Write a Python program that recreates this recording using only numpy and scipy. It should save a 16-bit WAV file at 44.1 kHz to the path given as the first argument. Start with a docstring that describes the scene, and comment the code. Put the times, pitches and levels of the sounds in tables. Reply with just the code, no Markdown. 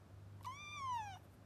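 """A low hum and soft room noise are heard first: wavering sine tones over spectrally shaped noise.
Wet clicks of an opening mouth (decaying noise bursts) come before the meow; short catches of the voice
(gliding tones) come before it and at its end. The kitten's one short, high, close meow rises, holds and
sinks: harmonics weighted by throat, mouth and a close floor reflection, with a little air.
Faint rustles (grainy noise) accompany it, and sparse reflections form the room."""
import sys
import numpy as np
from scipy import signal
from scipy.fft import rfft, irfft
from scipy.io import wavfile
from scipy.ndimage import uniform_filter1d

SR = 44100
rng = np.random.default_rng(int(sys.argv[2]) if len(sys.argv) > 2 else 0)


def waveform_to_disk(signal):
    """Save audio, clipped to [-1, 1], as 16-bit WAV at the path in sys.argv[1]."""
    frames = np.transpose(np.atleast_2d(signal))
    scaled = np.clip(frames, -1, 1) * 32767
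    samples = np.round(scaled).astype(np.int16)
    wavfile.write(sys.argv[1], SR, samples)


N = 63945
T = np.arange(N) / SR  # time [s]

# hum tones before waver and swell: (frequency [Hz], rms level [dB])
HUM_TONES = [(76.5, -73), (99, -61), (148.3, -72.5)]
# swell of the whole hum: (time [s], level [dB])
HUM_SWELL = [(0, -2), (.2, 3.5), (.53, 0), (.66, -4), (.75, 0), (1.12, 4), (1.22, -5), (1.44, -4.5)]
# relative spectrum of the room noise: (frequency [Hz], level [dB per Hz])
ROOM_NOISE_COLOUR = [(15, -77), (25, -38.5), (48, -16.5), (65, -11.5), (84, -10), (102, -8), (125, -18),
                     (197, -15), (401, -22.5), (470, -27), (566, -22), (757, -26.5), (1670, -32.5),
                     (1910, -37.5), (13900, -52)]
# wet clicks of the opening mouth: (start [s], level [dB], decay time constant [s], resonance [Hz])
MOUTH_CLICKS = [(0.4077, -65, .002, 2470), (0.4294, -54, 0.0016, 11200), (0.4361, -57.5, .002, 3600),
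                (0.4454, -53.5, 0.003, 2900), (.449, -63, 0.0071, 3000), (0.4571, -51, 0.003, 4350),
                (0.4598, -49.5, 0.0012, 4270)]
# brief catches before the meow and at its end: (start [s], length [s], starting pitch [Hz], level [dB])
VOICE_CATCHES = [(.4095, 0.0062, 920, -53), (.4468, 0.018, 1088, -46.5), (1.157, 0.0038, 1060, -53),
                 (1.171, 0.0071, 870, -58)]
# pitch of the meow before smoothing, jitter and final flick: (time [s], pitch [Hz])
MEOW_PITCH = [(0.466, 970.2), (0.488, 1027), (0.508, 1019), (0.516, 1061), (0.55, 1121), (0.604, 1191),
              (0.65, 1182), (0.71, 1187), (0.72, 1192), (0.76, 1187), (0.812, 1104), (0.95, 957.3),
              (1.012, 864.6), (1.112, 774), (1.148, 718), (1.175, 786.9)]
# level of the fundamental: (time [s], level [dB])
FUNDAMENTAL_LEVEL = [(.462, -44), (.473, -40), (.53, -50.5), (.555, -58), (.725, -58), (.765, -50),
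                     (.84, -42), (.92, -36.5), (.96, -38.5), (1.02, -43.5), (1.08, -48.5), (1.11, -49.5),
                     (1.135, -52.5), (1.175, -56.5)]
# common gain of overtones and air: (time [s], level [dB])
OVERTONE_GAIN = [(.462, 0), (.49, 1.5), (.55, -0.5), (.585, -1), (.61, 0), (.75, 3), (.82, 3), (.95, 0),
                 (1.05, -3), (1.145, -2.5), (1.16, -3), (1.175, -5)]
# filtering by throat, mouth and a close floor reflection, before the overtone gain:
# (frequency [Hz], level [dB])
OVERTONE_RESPONSE = [(1400, -65), (1620, -55), (1850, -56), (2030, -67), (2200, -59.5), (2380, -52),
                     (2550, -59.5), (2850, -57), (3060, -62), (3300, -68), (3540, -58.5), (3900, -66.5),
                     (4300, -81.5), (4750, -71), (4950, -79.5), (5400, -68), (5870, -62.5), (6350, -72.5),
                     (6750, -70), (7200, -87), (7700, -80), (8150, -86.5), (8600, -76), (9500, -85),
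                     (11000, -102)]
# relative spectrum of air passing the vocal folds: (frequency [Hz], level [dB per Hz])
AIR_COLOUR = [(600, -23), (1000, 23.5), (1400, -4), (3000, -6), (4400, -24), (6000, -10), (8500, -21),
              (10500, -7.5), (13000, -7)]
# soft rustles as the kitten shifts: (centre [s], Gaussian spread [s], level [dB])
RUSTLES = [(0.48, 0.05, -78.5), (0.962, 0.02, -74.5), (1.06, .04, -80), (1.177, 0.021, -78.5),
           (1.245, 0.014, -76), (1.312, 0.021, -82.5), (1.344, 0.0083, -77.5)]
# relative spectrum of the rustles: (frequency [Hz], level [dB per Hz])
RUSTLE_COLOUR = [(300, -12), (1000, -0.5), (3000, -1), (6000, -14), (8500, 1.5), (10300, -3), (12300, 5.5),
                 (14000, -8)]

HUM_WAVER_DB, HUM_WAVER_HZ = 1.0, 7.1  # rms level waver and the corner of its rate
HUM_DRIFT = 0.01  # rms pitch drift, as a share of the pitch
ROOM_NOISE_DB = -63  # rms
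CLICK_RISE_S, CLICK_OCTAVES = 0.00041, 0.42  # onset time; spread of the resonance
CLICK_SKIRT = 0.32  # flat gain added to the unit resonance peak
CATCH_GLIDE = 0.14  # share by which a catch rises in pitch
CATCH_OVERTONE_DB = -14.5  # second harmonic; the third has half its amplitude
START_S, END_S, ATTACK_S, RELEASE_S = .462, 1.178, 0.0045, 0.0029
JITTER, JITTER_HZ = 0.0042, 89  # rms share of the pitch; corner of its rate
SHIMMER_DB, SHIMMER_HZ = 1.4, 34.3  # rms at the fourth harmonic; corner of its rate
AIR_DB = -76  # rms before pulsing and overtone gain
# the folds go slack: duller and rougher, with jitter added as an rms share of the pitch
SLACK_S, SLACK_FADE_S, SLACK_DB_PER_OCT, SLACK_JITTER = 1.153, .005, -4, 0.039
FLICK_S, FLICK_RISE = 1.166, 0.21  # the pitch flicks up by this share as the voice stops
# the closing mouth damps its main resonance, halfway at CLOSING_S
CLOSING_S, CLOSING_HZ, CLOSING_WIDTH_HZ, CLOSING_DB = 1.11, 2310, 220, -11
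# the middle overtones are weak until the voice breaks upward
EARLY_S, EARLY_HZ, EARLY_WIDTH_HZ, EARLY_DB = .512, 3840, 880, -5.5
RUSTLE_GRAIN_DB, RUSTLE_GRAIN_HZ = 2, 400  # rms level grain and the corner of its rate
ROOM_DB, ROOM_T60_S, ROOM_DELAY_S = -14.5, 0.3, .005
REFLECTIONS_PER_S = 2000  # mean density
BAND_EDGE_HZ = 14050


def amp(db):
    """Logarithmic level: decibels become an amplitude ratio."""
    return 10 ** (np.asarray(db) / 20)


def unit(x):
    """Normalisation of power: the signal is scaled to rms 1."""
    return x / np.sqrt(np.mean(x ** 2) + 1e-20)


def curve(points):
    """Linear interpolation: (time, value) points are joined over the whole scene."""
    return np.interp(T, *np.transpose(points))


def spectrum(points, hz):
    """Logarithmic frequency scale: (frequency, level) points are interpolated along it."""
    f, db = np.transpose(points)
    return np.interp(np.log(hz + 1), np.log(f + 1), db)


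def noise(gain):
    """Spectral shaping: white noise is weighted by gain(frequency) and brought to rms 1."""
    white = rfft(rng.standard_normal(N))
    frequencies = np.fft.rfftfreq(N, 1 / SR)
    return unit(irfft(white * gain(frequencies), N))


def wander(hz):
    """Low-pass random motion: fluctuation of rms 1, mostly slower than the given rate."""
    return noise(lambda f: 1 / (1 + (f / hz) ** 4))


def hum():
    """Superposition: low sine tones waver in level and pitch and swell together."""
    tones = np.zeros(N)
    for hz, db in HUM_TONES:
        wavering_hz = hz * (1 + HUM_DRIFT * wander(HUM_WAVER_HZ))
        turns = np.cumsum(wavering_hz) / SR + rng.random()
        level = amp(db + HUM_WAVER_DB * wander(HUM_WAVER_HZ))
        tones += level * np.sqrt(2) * np.sin(2 * np.pi * turns)  # sqrt(2): rms to peak
    return amp(curve(HUM_SWELL)) * tones


def room_noise():
    """Stationary random noise: a fixed spectrum gives the soft background its colour."""
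    return amp(ROOM_NOISE_DB) * noise(lambda f: amp(spectrum(ROOM_NOISE_COLOUR, f)))


def mouth_clicks():
    """Impulsive excitation: tongue and lips part in tiny bursts, each with one broad resonance."""
    out = np.zeros(N)
    for start, db, decay, hz in MOUTH_CLICKS:
        age = np.maximum(T - start, 0)
        envelope = np.minimum(age / CLICK_RISE_S, 1) * np.exp(-age / decay)

        def resonance(f):
            """Gaussian resonance in octaves above a flat skirt."""
            octaves = np.log2((f + 1) / hz)
            return np.exp(-(octaves / CLICK_OCTAVES) ** 2 / 2) + CLICK_SKIRT

        out += amp(db) * envelope * noise(resonance)
    return out


def voice_catches():
    """Brief self-oscillation: the folds swing for a few cycles and stop."""
    out = np.zeros(N)
    for start, length, hz, db in VOICE_CATCHES:
        u = np.clip((T - start) / length, 0, 1)  # progress through the catch
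        phase = 2 * np.pi * hz * (T - start) * (1 + CATCH_GLIDE * u / 2)
        overtones = np.sin(2 * phase) + .5 * np.sin(3 * phase)
        tone = np.sin(phase) + amp(CATCH_OVERTONE_DB) * overtones
        out += amp(db) * np.sin(np.pi * u ** 0.53) * tone  # early peak, silent at both ends
    return out


def meow():
    """Source and filter: a gliding harmonic voice, with a little air, has its overtones filtered."""
    slack = np.clip((T - SLACK_S) / SLACK_FADE_S, 0, 1)
    flick = np.clip((T - FLICK_S) / (END_S - FLICK_S), 0, 1)
    jitter = (JITTER + SLACK_JITTER * slack) * wander(JITTER_HZ)
    hz = uniform_filter1d(curve(MEOW_PITCH), size=200) * (1 + jitter) * (1 + FLICK_RISE * flick)
    phase = 2 * np.pi * np.cumsum(hz) / SR
    opening = np.clip((T - START_S) / ATTACK_S, 0, 1)
    ending = np.clip((END_S - T) / RELEASE_S, 0, 1)
    closing = np.clip((T - CLOSING_S) / .1 + .5, 0, 1)

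    air = amp(AIR_DB) * noise(lambda f: amp(spectrum(AIR_COLOUR, f)))
    upper = air * (1 + .5 * np.cos(phase))  # air pulses with the voice
    for k in range(2, 14):  # harmonic number
        overtone_hz = k * hz
        closing_dip = np.exp(-((overtone_hz - CLOSING_HZ) / CLOSING_WIDTH_HZ) ** 2)
        early_dip = np.exp(-((overtone_hz - EARLY_HZ) / EARLY_WIDTH_HZ) ** 2)
        damping = CLOSING_DB * closing * closing_dip + EARLY_DB * (T < EARLY_S) * early_dip
        shimmer = SHIMMER_DB * np.sqrt(k) / 2 * wander(SHIMMER_HZ)
        dulling = SLACK_DB_PER_OCT * slack * np.log2(k)
        db = spectrum(OVERTONE_RESPONSE, overtone_hz) + damping + shimmer + dulling
        upper = upper + amp(db) * np.cos(k * phase + 2 * np.pi * rng.random())
    fundamental = amp(curve(FUNDAMENTAL_LEVEL)) * np.cos(phase)
    return opening * ending * (fundamental + amp(curve(OVERTONE_GAIN)) * upper)


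def rustles():
    """Amplitude-modulated friction noise: faint, grainy brushing of fur and paws."""
    level = sum(amp(db) * np.exp(-((T - s) / spread) ** 2 / 2) for s, spread, db in RUSTLES)
    brushing = noise(lambda f: amp(spectrum(RUSTLE_COLOUR, f)))
    grain = amp(RUSTLE_GRAIN_DB * wander(RUSTLE_GRAIN_HZ))
    return level * unit(brushing * grain)


def room_reflections(x):
    """Reverberation by convolution: scattered reflections form a short, faint, decaying tail."""
    strengths = rng.standard_normal(N)
    arrivals = (rng.random(N) < REFLECTIONS_PER_S / SR) * (T > ROOM_DELAY_S)
    taps = strengths * arrivals * amp(-60 * T / ROOM_T60_S)
    taps = taps / np.linalg.norm(taps)
    return amp(ROOM_DB) * signal.fftconvolve(x, taps)[:N]


def scene():
    """Linear superposition: the kitten, its reflections and the background add."""
    kitten = meow() + voice_catches() + mouth_clicks() + rustles()
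    background = room_noise()
    reflections = room_reflections(kitten)
    return (kitten + reflections + hum() + background)[None]


def record(dry):
    """Band limitation: a linear-phase low-pass filter removes the highest frequencies."""
    lowpass = signal.firwin(511, BAND_EDGE_HZ, window=("kaiser", 9), fs=SR)
    return signal.oaconvolve(dry, lowpass[None], "same")


dry = scene()
out = record(dry)
waveform_to_disk(out)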